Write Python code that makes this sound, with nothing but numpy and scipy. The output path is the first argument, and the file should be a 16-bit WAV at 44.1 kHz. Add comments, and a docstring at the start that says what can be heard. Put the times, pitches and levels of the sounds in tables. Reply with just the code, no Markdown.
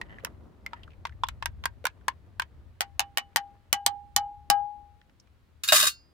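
"""Spoon and enamel mug

A teaspoon stirs coffee in an enamel mug in the open boot of a car: brief damped contacts on the wall under the liquid.
Eight taps on the rim excite the mug's modes, whose pitch and decay time grow as the stirred-in bubbles clear.
The spoon then drops among metal cookware: bounces of noise and damped modes, then a rattle of random impacts.
The carpeted boot answers knocks and taps with short decaying noise; rumble, air and hiss are filtered noise."""
import sys
import numpy as np
from scipy import signal
from scipy.fft import rfft, irfft, next_fast_len
from scipy.io import wavfile
from scipy.ndimage import map_coordinates

SR = 44100
rng = np.random.default_rng(int(sys.argv[2]) if len(sys.argv) > 2 else 0)


def transcribe(signal):
    """Save signal, clipped to [-1, 1], as a 16-bit WAV file at the path in sys.argv[1]."""
    frames = np.atleast_2d(signal).T
    limited = np.clip(frames, -1, 1)
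    pcm = np.round(limited * 32767).astype(np.int16)
    wavfile.write(sys.argv[1], SR, pcm)


N = 270324
T = np.arange(SR) / SR  # seconds after a blow
NOW = np.arange(N) / SR  # seconds into the scene

# Levels in the tables are relative: each source also applies its own gain.
# Spoon on the wall while stirring. Each row: start in seconds, contact level in dB, edge in dB (positive for
# the thin edge, negative for the flat back), spoon pitch in Hz, spoon ring in dB over the contact level.
WALL_KNOCKS = [(0.0138, -25.5, 2, 1890, 3), (0.2478, -19.5, 12.5, 3050, -13),
               (0.6629, -27.5, 11.5, 2086, 5), (0.7323, -30, -4.5, 1300, -0.5),
               (1.0522, -21, -6.5, 2060, -8.5), (1.069, -33, 10, 1550, -12),
               (1.2354, -19.5, -8.5, 3400, -3.5), (1.2859, -22, 10, 2230, -16),
               (1.4246, -22.5, -8.5, 1680, -10), (1.4577, -15.5, 7, 1580, -5),
               (1.6381, -25.5, -0.5, 1850, -15), (1.6557, -12, 0, 1618, -2.5),
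               (1.8535, -13.5, 4.5, 1465, -1), (1.8679, -16.5, 3.5, 1637, -7.5),
               (2.0818, -12, -2, 1763, -14), (2.397, -16, -0.5, 1558, 2.5), (2.4198, -22.5, 2.5, 1640, -10)]
# Spoon on the rim. Each row: start in seconds, contact level in dB, treble in dB over contact,
# spoon pitch in Hz, low ring in dB, high ring in dB.
RIM_TAPS = [(2.8071, -11, -6.5, 1510, -36.5, -52), (2.9943, -8.5, -6.5, 2168, -31.5, -38.5),
            (3.173, -10, -8.5, 1860, -41, -34), (3.3601, -6.5, -6.5, 1860, -27.5, -44.5),
            (3.728, -5, 3.5, 1960, -23, -31), (3.8631, -4.5, 5, 3160, -25.5, -48),
            (4.1629, -5, 5.5, 1090, -22.5, -34), (4.5004, -5, 0.5, 1144, -17, -32)]
# The mug's long modes. Each row: multiple of the oval mode's frequency, level in dB, share of its t60.
MUG_MODES = [(.94, -12, .35), (1, 0, 1), (1.047, -15, .85), (1.563, -18, .35), (1.887, -26, .3),
             (2.935, -30, .26)]
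# The rim's bright pair. Each row: frequency in Hz, level in dB, t60 in seconds.
RIM_MODES = [(2965, 0, .15), (3120, -15, .08)]
# Short modes of spoon and mug in contact. Each row: frequency in Hz, level in dB, t60 in seconds.
CLANK_MODES = [(735, -2, .08), (920, -2, .04), (1140, -1, .05), (1480, -4, .04), (1860, -3, .045),
               (2250, -8, .035), (3040, 6, .03), (4400, -3, .03), (5110, -6, .03), (6130, -3, .03),
               (8300, 0, .025), (12200, -2, .025)]
# The dropped spoon's bounces. Each row: start in seconds, clash in dB, ring in dB, thud in dB.
BOUNCES = [(5.635, -28.5, -31, -64), (5.677, -29.5, -44.5, -62), (5.686, -23, -13.5, -42),
           (5.7217, -14.5, -11.5, -11.5), (5.757, -18, -22, -53), (5.769, -23, -24.5, -57),
           (5.823, -26, -20, -26)]
# Modes of the metal cookware. Each row: frequency in Hz, level in dB, t60 in seconds.
COOKWARE_MODES = [(1254, -10, 0.12), (1320, -18, 0.029), (1640, -4, 0.14), (2532, 3.5, 0.066),
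                  (2830, 1.5, 0.11), (2940, -4.5, 0.1), (3720, 1, 0.15), (3783, 12, 0.06),
                  (4855, 3.5, 0.069), (6580, -15, 0.08), (7000, -11.5, 0.059)]
# Modes of the freely ringing spoon. Each row: frequency in Hz, level in dB, t60 in seconds.
SPOON_MODES = [(1400, -22, 0.18), (1556, -24, 0.19), (2745, -18, 0.27), (3332, -26, 0.12), (3612, -9, 0.12),
               (4194, -11, 0.2), (4409, -12, 0.2), (4624, -19, 0.24), (4904, -28, 0.5), (5383, -26, 0.22),
               (5626, -26, 0.2), (5674, -34, 0.27), (6309, -22, 0.27), (6923, -12, 0.23), (7208, -2, 0.045),
               (8323, -28, 0.13), (8775, -31, 0.14), (9265, -32, 0.25), (9868, -27, 0.19),
               (9959, -28, 0.13), (10160, -22, 0.083), (10800, -44, 0.28), (11350, -31, 0.11),
               (12490, -16, 0.076)]
# The spoon dragged over the bottom. Each row: frequency in Hz, level in dB, t60 in seconds.
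GRIND_MODES = [(1780, 0.5, 0.069), (1940, 0, 0.035), (2830, -7.5, .02), (3040, -10, 0.036)]
# Strokes of the spoon over the bottom. Each row: start in seconds, length in seconds, level in dB.
BOTTOM_STROKES = [(0.105, 0.055, -58), (0.248, 0.015, -60.5), (0.762, .02, -59.5)]
# Plops, drips and light touches. Each row: start in seconds, level in dB, pitch in Hz,
# opening click in dB over that level.
LIQUID_TICKS = [(0.185, -41.5, 1820, -15), (0.236, -39.5, 510, -23), (.269, -40, 1180, -1.5),
                (0.833, -46.5, 3030, -19), (0.877, -47.5, 1340, -25), (1.094, -50, 1520, 1),
                (1.123, -54, 1880, -4), (1.268, -48.5, 3300, -12), (1.842, -34.5, 530, -6.5),
                (5.015, -64.5, 2000, 12.5), (5.096, -69.5, 1992, 14), (5.199, -54.5, 5420, -9),
                (5.273, -67.5, 2430, 8)]
# Decay of the car boot. Each row: frequency in Hz, t60 in seconds.
BOOT_DECAY = [(200, 0.059), (1500, .09), (5000, 0.059), (15000, 0.033)]
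# Course of the rumble. Each row: time in seconds, level in dB.
RUMBLE_COURSE = [(0.0, -55), (0.51, -57), (1.6, -48), (1.93, -58), (2.27, -56.5), (3.46, -63.5),
                 (4.4, -58.5), (4.93, -66.5), (5.75, -65), (6.13, -66.5)]
# Course of the murmuring air. Each row: time in seconds, level in dB.
AIR_COURSE = [(0, -56.5), (.9, -64.5), (2.6, -69), (4.4, -73.5), (5.8, -74.5), (6.13, -68.5)]

# Noise spectra. Each row: frequency in Hz, relative density in dB per Hz.
# Low outdoor rumble, with the columns above.
RUMBLE_SPECTRUM = [(12, -39.5), (20, -11), (43, -1), (75, 6.5), (129, -5.5), (168, -21), (220, -15),
                   (290, -50), (480, -120)]
# Soft moving air, same columns.
AIR_SPECTRUM = [(60, -20), (150, 4), (300, 0.5), (600, -7.5), (1200, -15), (2500, -42), (5000, -40.5),
                (16000, -52.5)]
# Steady hiss, same columns.
HISS_SPECTRUM = [(300, -0.5), (1500, 0.5), (4300, -7.5), (5500, -13), (10000, -17.5), (16000, -18.5)]
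# Liquid washing round the spoon, same columns.
WASH_SPECTRUM = [(300, -18.5), (600, 6.5), (1200, 3.5), (2000, -2.5), (4000, -15.5), (6500, -28),
                 (15000, -33.5)]
# Contact of spoon and wall, same columns.
CONTACT_SPECTRUM = [(150, -21), (500, -13.5), (900, -1), (1700, 5), (3000, 1), (4500, -7), (8000, -19),
                    (16000, -57.5)]
# Scratch of the spoon's edge, same columns.
SCRATCH_SPECTRUM = [(1500, -55), (3500, -10), (5000, 4), (8000, 2.5), (14000, 0), (16000, -5)]
# Crack of spoon on rim, same columns.
CRACK_SPECTRUM = [(100, -32), (450, -25), (650, -6), (850, 4.5), (1100, -4.5), (1400, -5.5), (2000, -1),
                  (3000, -2), (5000, -0.5), (8000, -5.5), (11000, -8.5), (15000, -7.5), (16200, -20.5)]
# Mug on the carpet, same columns.
THUMP_SPECTRUM = [(40, -12), (100, 1.5), (180, -1.5), (330, -12), (600, -25), (2000, -49.5)]
# Metal on metal, same columns.
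CLASH_SPECTRUM = [(200, -22.5), (700, -20.5), (1200, 6), (2000, 0.5), (4000, 3.5), (7000, 2), (10000, 0),
                  (15500, -2), (16300, -31)]
# Low body of a bounce, same columns.
THUD_SPECTRUM = [(80, -24.5), (200, -14), (430, -25.5), (600, 8.5), (800, -5), (1200, 1.5), (2000, -7),
                 (5000, -22.5), (16000, -52.5)]

TOP_HZ = 16500  # band limit of the whole scene
RADIATE_HZ = 480  # the small mug radiates little below this
CRACK_T60 = .012  # s, metal-on-metal crack
TICK_T60 = .036  # s, pitched part of a tick
# a harder knock is brighter: scratch at a full-scale contact (dB), its growth in dB per dB of contact
SCRATCH_DB, SCRATCH_GROWS = 6, 1.84
# the wall's ring over the contact (dB), and its loss in dB per dB of edge
WALL_DB, WALL_LOSS = -7.5, 1
# clank and the spoon's own note (dB over contact); thump on the carpet (dB over the low ring)
CLANK_DB, SPOON_DB, THUMP_DB = -19.5, -18, -22
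# second touch: delay in s, dB over contact, dB lost per dB of treble as a crisp tap lifts off cleanly
REBOUND_S, REBOUND_DB, REBOUND_LOSS = .0095, -18, 1.2
# the oval mode climbs and rings longer as bubbles clear: values at the first tap, growth per second
OVAL_HZ, OVAL_HZ_PER_S = 801.5, 10.5
RING_T60, RING_T60_PER_S = 0.25, 0.2
# sloshing coffee bends that note: bend in Hz at a full-scale ring, sloshes a second, time constant in s
SLOSH_BEND_HZ, SLOSH_HZ, SLOSH_S = 70, 3.3, .35
STROKE_ATTACK_S, STROKE_RELEASE_S = 0.054, 0.041  # exponential time constants
# the swirl holds its effort (dB) until a given second, then falls
SWIRL_DB, SWIRL_HOLD_S, SWIRL_FALL_DB_PER_S = -69.5, 3.7, 45
# the rattle starts just after the heaviest bounce, loses energy steadily and stops dead
RATTLE_START_S, RATTLE_STOP_S, RATTLE_DB, RATTLE_FALL_DB_PER_S = 5.728, 5.884, -23, 20.5
BOUNCE_RING_DB = -29  # every bounce sets the spoon itself ringing
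# faint random drips: how many, middle pitch in Hz, middle relative level in dB
DRIP_COUNT, DRIP_HZ, DRIP_DB = 9, 2000, -59.5


def amp(db):
    """Amplitude is ten to the power of the level over 20 dB."""
    return 10 ** (np.asarray(db) / 20)


def unit(x):
    """Dividing by the root mean square gives unit power."""
    return x / np.sqrt(np.mean(x ** 2) + 1e-20)


def along(points, hz):
    """Linear interpolation of (Hz, value) points on a logarithmic frequency axis."""
    f, v = np.transpose(points)
    return np.interp(np.log(hz + 1), np.log(f + 1), v)


def course(rows):
    """Linear interpolation of (s, value) rows, one value per sample."""
    s, value = np.transpose(rows)
    return np.interp(NOW, s, value)


def wobble(rate):
    """Spline interpolation of random knots, rate a second, gives a smooth random curve."""
    knots = rng.standard_normal(int(N * rate / SR) + 4)
    return map_coordinates(knots, [NOW * rate])


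def add(track, s, sound):
    """Superposition: a sound is mixed in at s seconds."""
    part = track[:, round(s * SR):][:, :sound.shape[-1]]
    part += sound[..., :part.shape[-1]]


def pair(size, alike):
    """Sum and difference of two noises give two channels of a chosen correlation."""
    a, b = rng.standard_normal((2, size))
    u = np.arccos(np.clip(alike, -1, 1)) / 2
    return np.cos(u) * a + np.sin(u) * np.array([b, -b])


def colour(x, spectrum, treble_db=0):
    """Minimum-phase filtering through a folded cepstrum, with a treble shelf rising from 2.5 to 5 kHz."""
    m = 2 * next_fast_len(x.shape[-1] // 2 + 2048)
    hz = np.fft.rfftfreq(m, 1 / SR)
    shelf_db = treble_db * along([(2500, 0.2), (5000, 0.97)], hz)
    cepstrum = irfft(np.log(amp(along(spectrum, hz) + shelf_db)))
    # folding the later half onto the earlier makes the filter causal
    cepstrum[1:m // 2] *= 2
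    cepstrum[m // 2 + 1:] = 0
    return irfft(rfft(x, m) * np.exp(rfft(cepstrum)), m)[:, :x.shape[-1]]


def burst(spectrum, t60, alike, treble_db=0):
    """A crowd of short modes acts as decaying coloured noise, with the energy of its envelope."""
    fade = amp(-60 * T[:SR // 5] / t60)
    x = colour(pair(len(fade), alike) * fade, spectrum, treble_db)
    return x * np.linalg.norm(fade) / np.linalg.norm(x, axis=1, keepdims=True)


def ring(modes, scatter_db, spread, clock=T):
    """Modal superposition: damped sines, each with its own strength and phase in either channel."""
    out = np.zeros((2, SR))
    for hz, db, t60 in modes:
        gain, phase = rng.standard_normal((2, 2, 1))
        n = min(int(1.5 * abs(t60) * SR) + 1, SR)
        envelope = amp(db + scatter_db * gain - 60 * T[:n] / t60)
        out[:, :n] += envelope * np.sin(2 * np.pi * hz * clock[:n] + spread * phase)
    return out


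def through(x, response):
    """Convolution: x drives a resonant body of unit energy."""
    body = response / np.linalg.norm(response, axis=1, keepdims=True)
    return signal.fftconvolve(x, body, axes=1)[:, :N]


def soften(x, rise):
    """An exponential approach to full strength, with time constant rise in seconds."""
    return x * (1 - np.exp(-T[:x.shape[1]] / rise))


def contacts(rate_hz, spread_db):
    """A random impulse train: tiny impacts of uneven size and either sign, rms 1."""
    struck = rng.random((1, N)) < rate_hz / SR
    sign = rng.choice([-1, 1], N)
    return unit(struck * sign * amp(spread_db * rng.standard_normal(N)))


def radiate(x):
    """Small bodies radiate low frequencies poorly: a second-order high-pass."""
    return signal.sosfilt(signal.butter(2, RADIATE_HZ, "highpass", fs=SR, output="sos"), x)


def boot(x, wet_db):
    """Reverberation of a small carpeted space: noise whose decay time depends on frequency."""
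    hz, t, z = signal.stft(rng.standard_normal((2, SR // 7)), SR, nperseg=128)
    decay = amp(-60 * t / along(BOOT_DECAY, hz)[:, None])
    tail = signal.istft(z * decay, SR, nperseg=128)[1]
    tail *= 1 - np.exp(-(T[:tail.shape[1]] / 0.0056) ** 2)  # gradual onset
    tail /= np.linalg.norm(tail[0])
    return x + amp(wet_db) * signal.fftconvolve(x, tail, axes=1)[:, :x.shape[1]]


def outdoors():
    """Broadband ambience as filtered noise: uneven low rumble, soft moving air and a faint steady hiss."""
    rumble_gain = amp(course(RUMBLE_COURSE) + 3.5 + 2.3 * wobble(16))
    rumble = rumble_gain * unit(colour(pair(N, alike=0.51), RUMBLE_SPECTRUM))
    rumble *= amp([[2], [-2]])  # stronger in the first channel
    air_gain = amp(course(AIR_COURSE) + 3.5 + 2.1 * wobble(18))
    air = air_gain * unit(colour(pair(N, alike=0.49), AIR_SPECTRUM))
    hiss = amp(-73.0) * unit(colour(pair(N, alike=0.26), HISS_SPECTRUM))
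    return rumble + air + hiss


def ticks():
    """Narrow-band decay: plops, drips and touches click and tick, with random drips while the spoon stirs."""
    out = np.zeros((2, N))
    last_knock = WALL_KNOCKS[-1][0]
    drips = [(last_knock * when, DRIP_DB + 3 * (size - .5), DRIP_HZ * 2 ** (pitch - .5), 0)
             for when, size, pitch in rng.random((DRIP_COUNT, 3))]
    for s, db, hz, click_db in LIQUID_TICKS + drips:
        peak = [(hz / 4, -36), (hz / 1.3, -15), (hz, 0), (hz * 1.3, -15), (hz * 2, -30), (hz * 8, -50)]
        add(out, s, amp(db + 1.5) * burst(peak, TICK_T60, alike=0.26))
        add(out, s, amp(db + click_db) * burst(CONTACT_SPECTRUM, CRACK_T60, alike=0.22))
    return out


def swish():
    """Stick-slip friction: tiny slips on the bottom excite short modes while the liquid washes round."""
    effort = amp(SWIRL_DB - SWIRL_FALL_DB_PER_S * np.maximum(NOW - SWIRL_HOLD_S, 0))
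    for s, length, db in BOTTOM_STROKES:
        before = np.maximum(s - NOW, 0) / STROKE_ATTACK_S
        after = np.maximum(NOW - s - length, 0) / STROKE_RELEASE_S
        effort = effort + amp(db) * np.exp(-before - after)
    # squaring lets the tip bite mainly in the hardest strokes
    bite = effort ** 2 / effort.max()
    slips = contacts(rate_hz=250, spread_db=4)
    grind = through(bite * slips, ring(GRIND_MODES, scatter_db=1.5, spread=1.0))
    wash = unit(colour(pair(N, alike=0.37) * amp(4 * wobble(180)), WASH_SPECTRUM))
    return grind + amp(-5) * effort * wash


def dropped_spoon():
    """Repeated impact: hard bounces on metal, then a fast rattle that stops and lets the spoon ring out."""
    out = np.zeros((2, N))
    for s, clash_db, ring_db, thud_db in BOUNCES:
        clash = amp(clash_db) * burst(CLASH_SPECTRUM, t60=0.14, alike=0)
        cookware = amp(ring_db - 8.5) * ring(COOKWARE_MODES, scatter_db=0.0, spread=0.93)
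        spoon = amp(BOUNCE_RING_DB) * ring(SPOON_MODES, scatter_db=-3.5, spread=1)
        thud = amp(thud_db - 1.5) * burst(THUD_SPECTRUM, t60=0.077, alike=0.7)
        add(out, s, soften(clash, rise=0.0004))
        add(out, s, soften(cookware, rise=0.0029))
        add(out, s, soften(spoon, rise=0.001))
        add(out, s, soften(thud, rise=0.00088))
    strength = amp(RATTLE_DB - RATTLE_FALL_DB_PER_S * np.maximum(NOW - RATTLE_START_S, 0))
    rattling = (NOW > RATTLE_START_S) * (NOW < RATTLE_STOP_S)
    # hundreds of tiny contacts a second, each striking the same metal
    chatter = contacts(rate_hz=450, spread_db=3) * strength * rattling
    out += amp(-1.5) * through(chatter, burst(CLASH_SPECTRUM, CRACK_T60, alike=0))
    out += amp(0.5) * through(chatter, burst(CLASH_SPECTRUM, t60=0.098, alike=0))
    out += amp(-3.5) * through(chatter, ring(COOKWARE_MODES, scatter_db=2, spread=1.0))
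    out += amp(-9.5) * through(chatter, ring(SPOON_MODES, scatter_db=1, spread=0.91))
    return out


def stirring():
    """Contact damping: the pressed spoon and wall ring only briefly; its edge scratches, its back booms."""
    out = np.zeros((2, N))
    for s, db, edge_db, hz, ring_db in WALL_KNOCKS:
        knock = amp(db - 5) * burst(CONTACT_SPECTRUM, t60=0.026, alike=0.2)
        scratch_db = SCRATCH_DB + SCRATCH_GROWS * db + edge_db
        knock += amp(scratch_db) * burst(SCRATCH_SPECTRUM, t60=0.0082, alike=0.067)
        wall = ring([(954, 1.0, 0.035), (1052, 1, 0.027)], scatter_db=3.5, spread=1.0)
        spoon = ring([(hz, 0, .027)], scatter_db=1, spread=.6)
        body = amp(db + WALL_DB - WALL_LOSS * edge_db) * wall + amp(db + ring_db) * spoon
        body = soften(body, rise=0.00084)[:, :knock.shape[1]]
        add(out, s, boot(soften(knock, rise=0.00054) + body, wet_db=-20.0))
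    return out


def rim_taps():
    """Free vibration after impact: the spoon cracks, touches again, thumps the mug down and lets it ring."""
    out = np.zeros((2, N))
    for s, db, treble_db, spoon_hz, low_db, high_db in RIM_TAPS:
        crack = amp(db) * burst(CRACK_SPECTRUM, CRACK_T60, alike=0, treble_db=treble_db)
        rebound = burst(CRACK_SPECTRUM, CRACK_T60, alike=0, treble_db=treble_db)
        add(crack, REBOUND_S, amp(db + REBOUND_DB - REBOUND_LOSS * treble_db) * rebound)
        # the spot that is struck picks one of the spoon's own modes
        spoon = amp(db + SPOON_DB) * ring([(spoon_hz, 0, .045)], scatter_db=2.2, spread=.6)
        clank = amp(db + CLANK_DB) * ring(CLANK_MODES, scatter_db=3.0, spread=1.0)
        touching = (clank + spoon)[:, :crack.shape[1]]
        add(out, s, boot(soften(crack + radiate(touching), rise=0.00041), wet_db=-12.5))
        add(out, s, amp(low_db + THUMP_DB) * burst(THUMP_SPECTRUM, t60=0.12, alike=.7))

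        settled = s - RIM_TAPS[0][0]  # seconds since the first tap
        slosh = SLOSH_BEND_HZ * amp(low_db) * np.exp(-T / SLOSH_S) * np.sin(2 * np.pi * SLOSH_HZ * T)
        oval_hz = OVAL_HZ + OVAL_HZ_PER_S * (settled + T) - slosh
        cycles = np.cumsum(oval_hz) / SR
        t60 = RING_T60 + RING_T60_PER_S * settled
        modes = [(multiple, level, share * t60) for multiple, level, share in MUG_MODES]
        wall = amp(low_db) * ring(modes, scatter_db=3.0, spread=.15, clock=cycles)
        # a wide swing of the thin wall adds the octave, growing as the square of the ring
        octave_modes = [(2, 0.0022, 0.19)]
        octave = amp(2 * low_db + 3.5) * ring(octave_modes, scatter_db=5.5, spread=.4, clock=cycles)
        rim = amp(high_db) * ring(RIM_MODES, scatter_db=2.0, spread=.6)
        add(out, s, soften(radiate(wall) + octave + rim, rise=.002))
    return out


def scene():
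    """Linear superposition of all sources."""
    return outdoors() + ticks() + swish() + dropped_spoon() + stirring() + rim_taps()


def record(dry):
    """Saturation rounds off peaks near full scale, then a steep low-pass limits the band."""
    held = dry / (1 + dry ** 6) ** (1 / 6)
    m = next_fast_len(N + SR // 2)
    hz = np.fft.rfftfreq(m, 1 / SR)
    return irfft(rfft(held, m) / (1 + (hz / TOP_HZ) ** 120), m)[:, :N]


dry = scene()
out = record(dry)
transcribe(out)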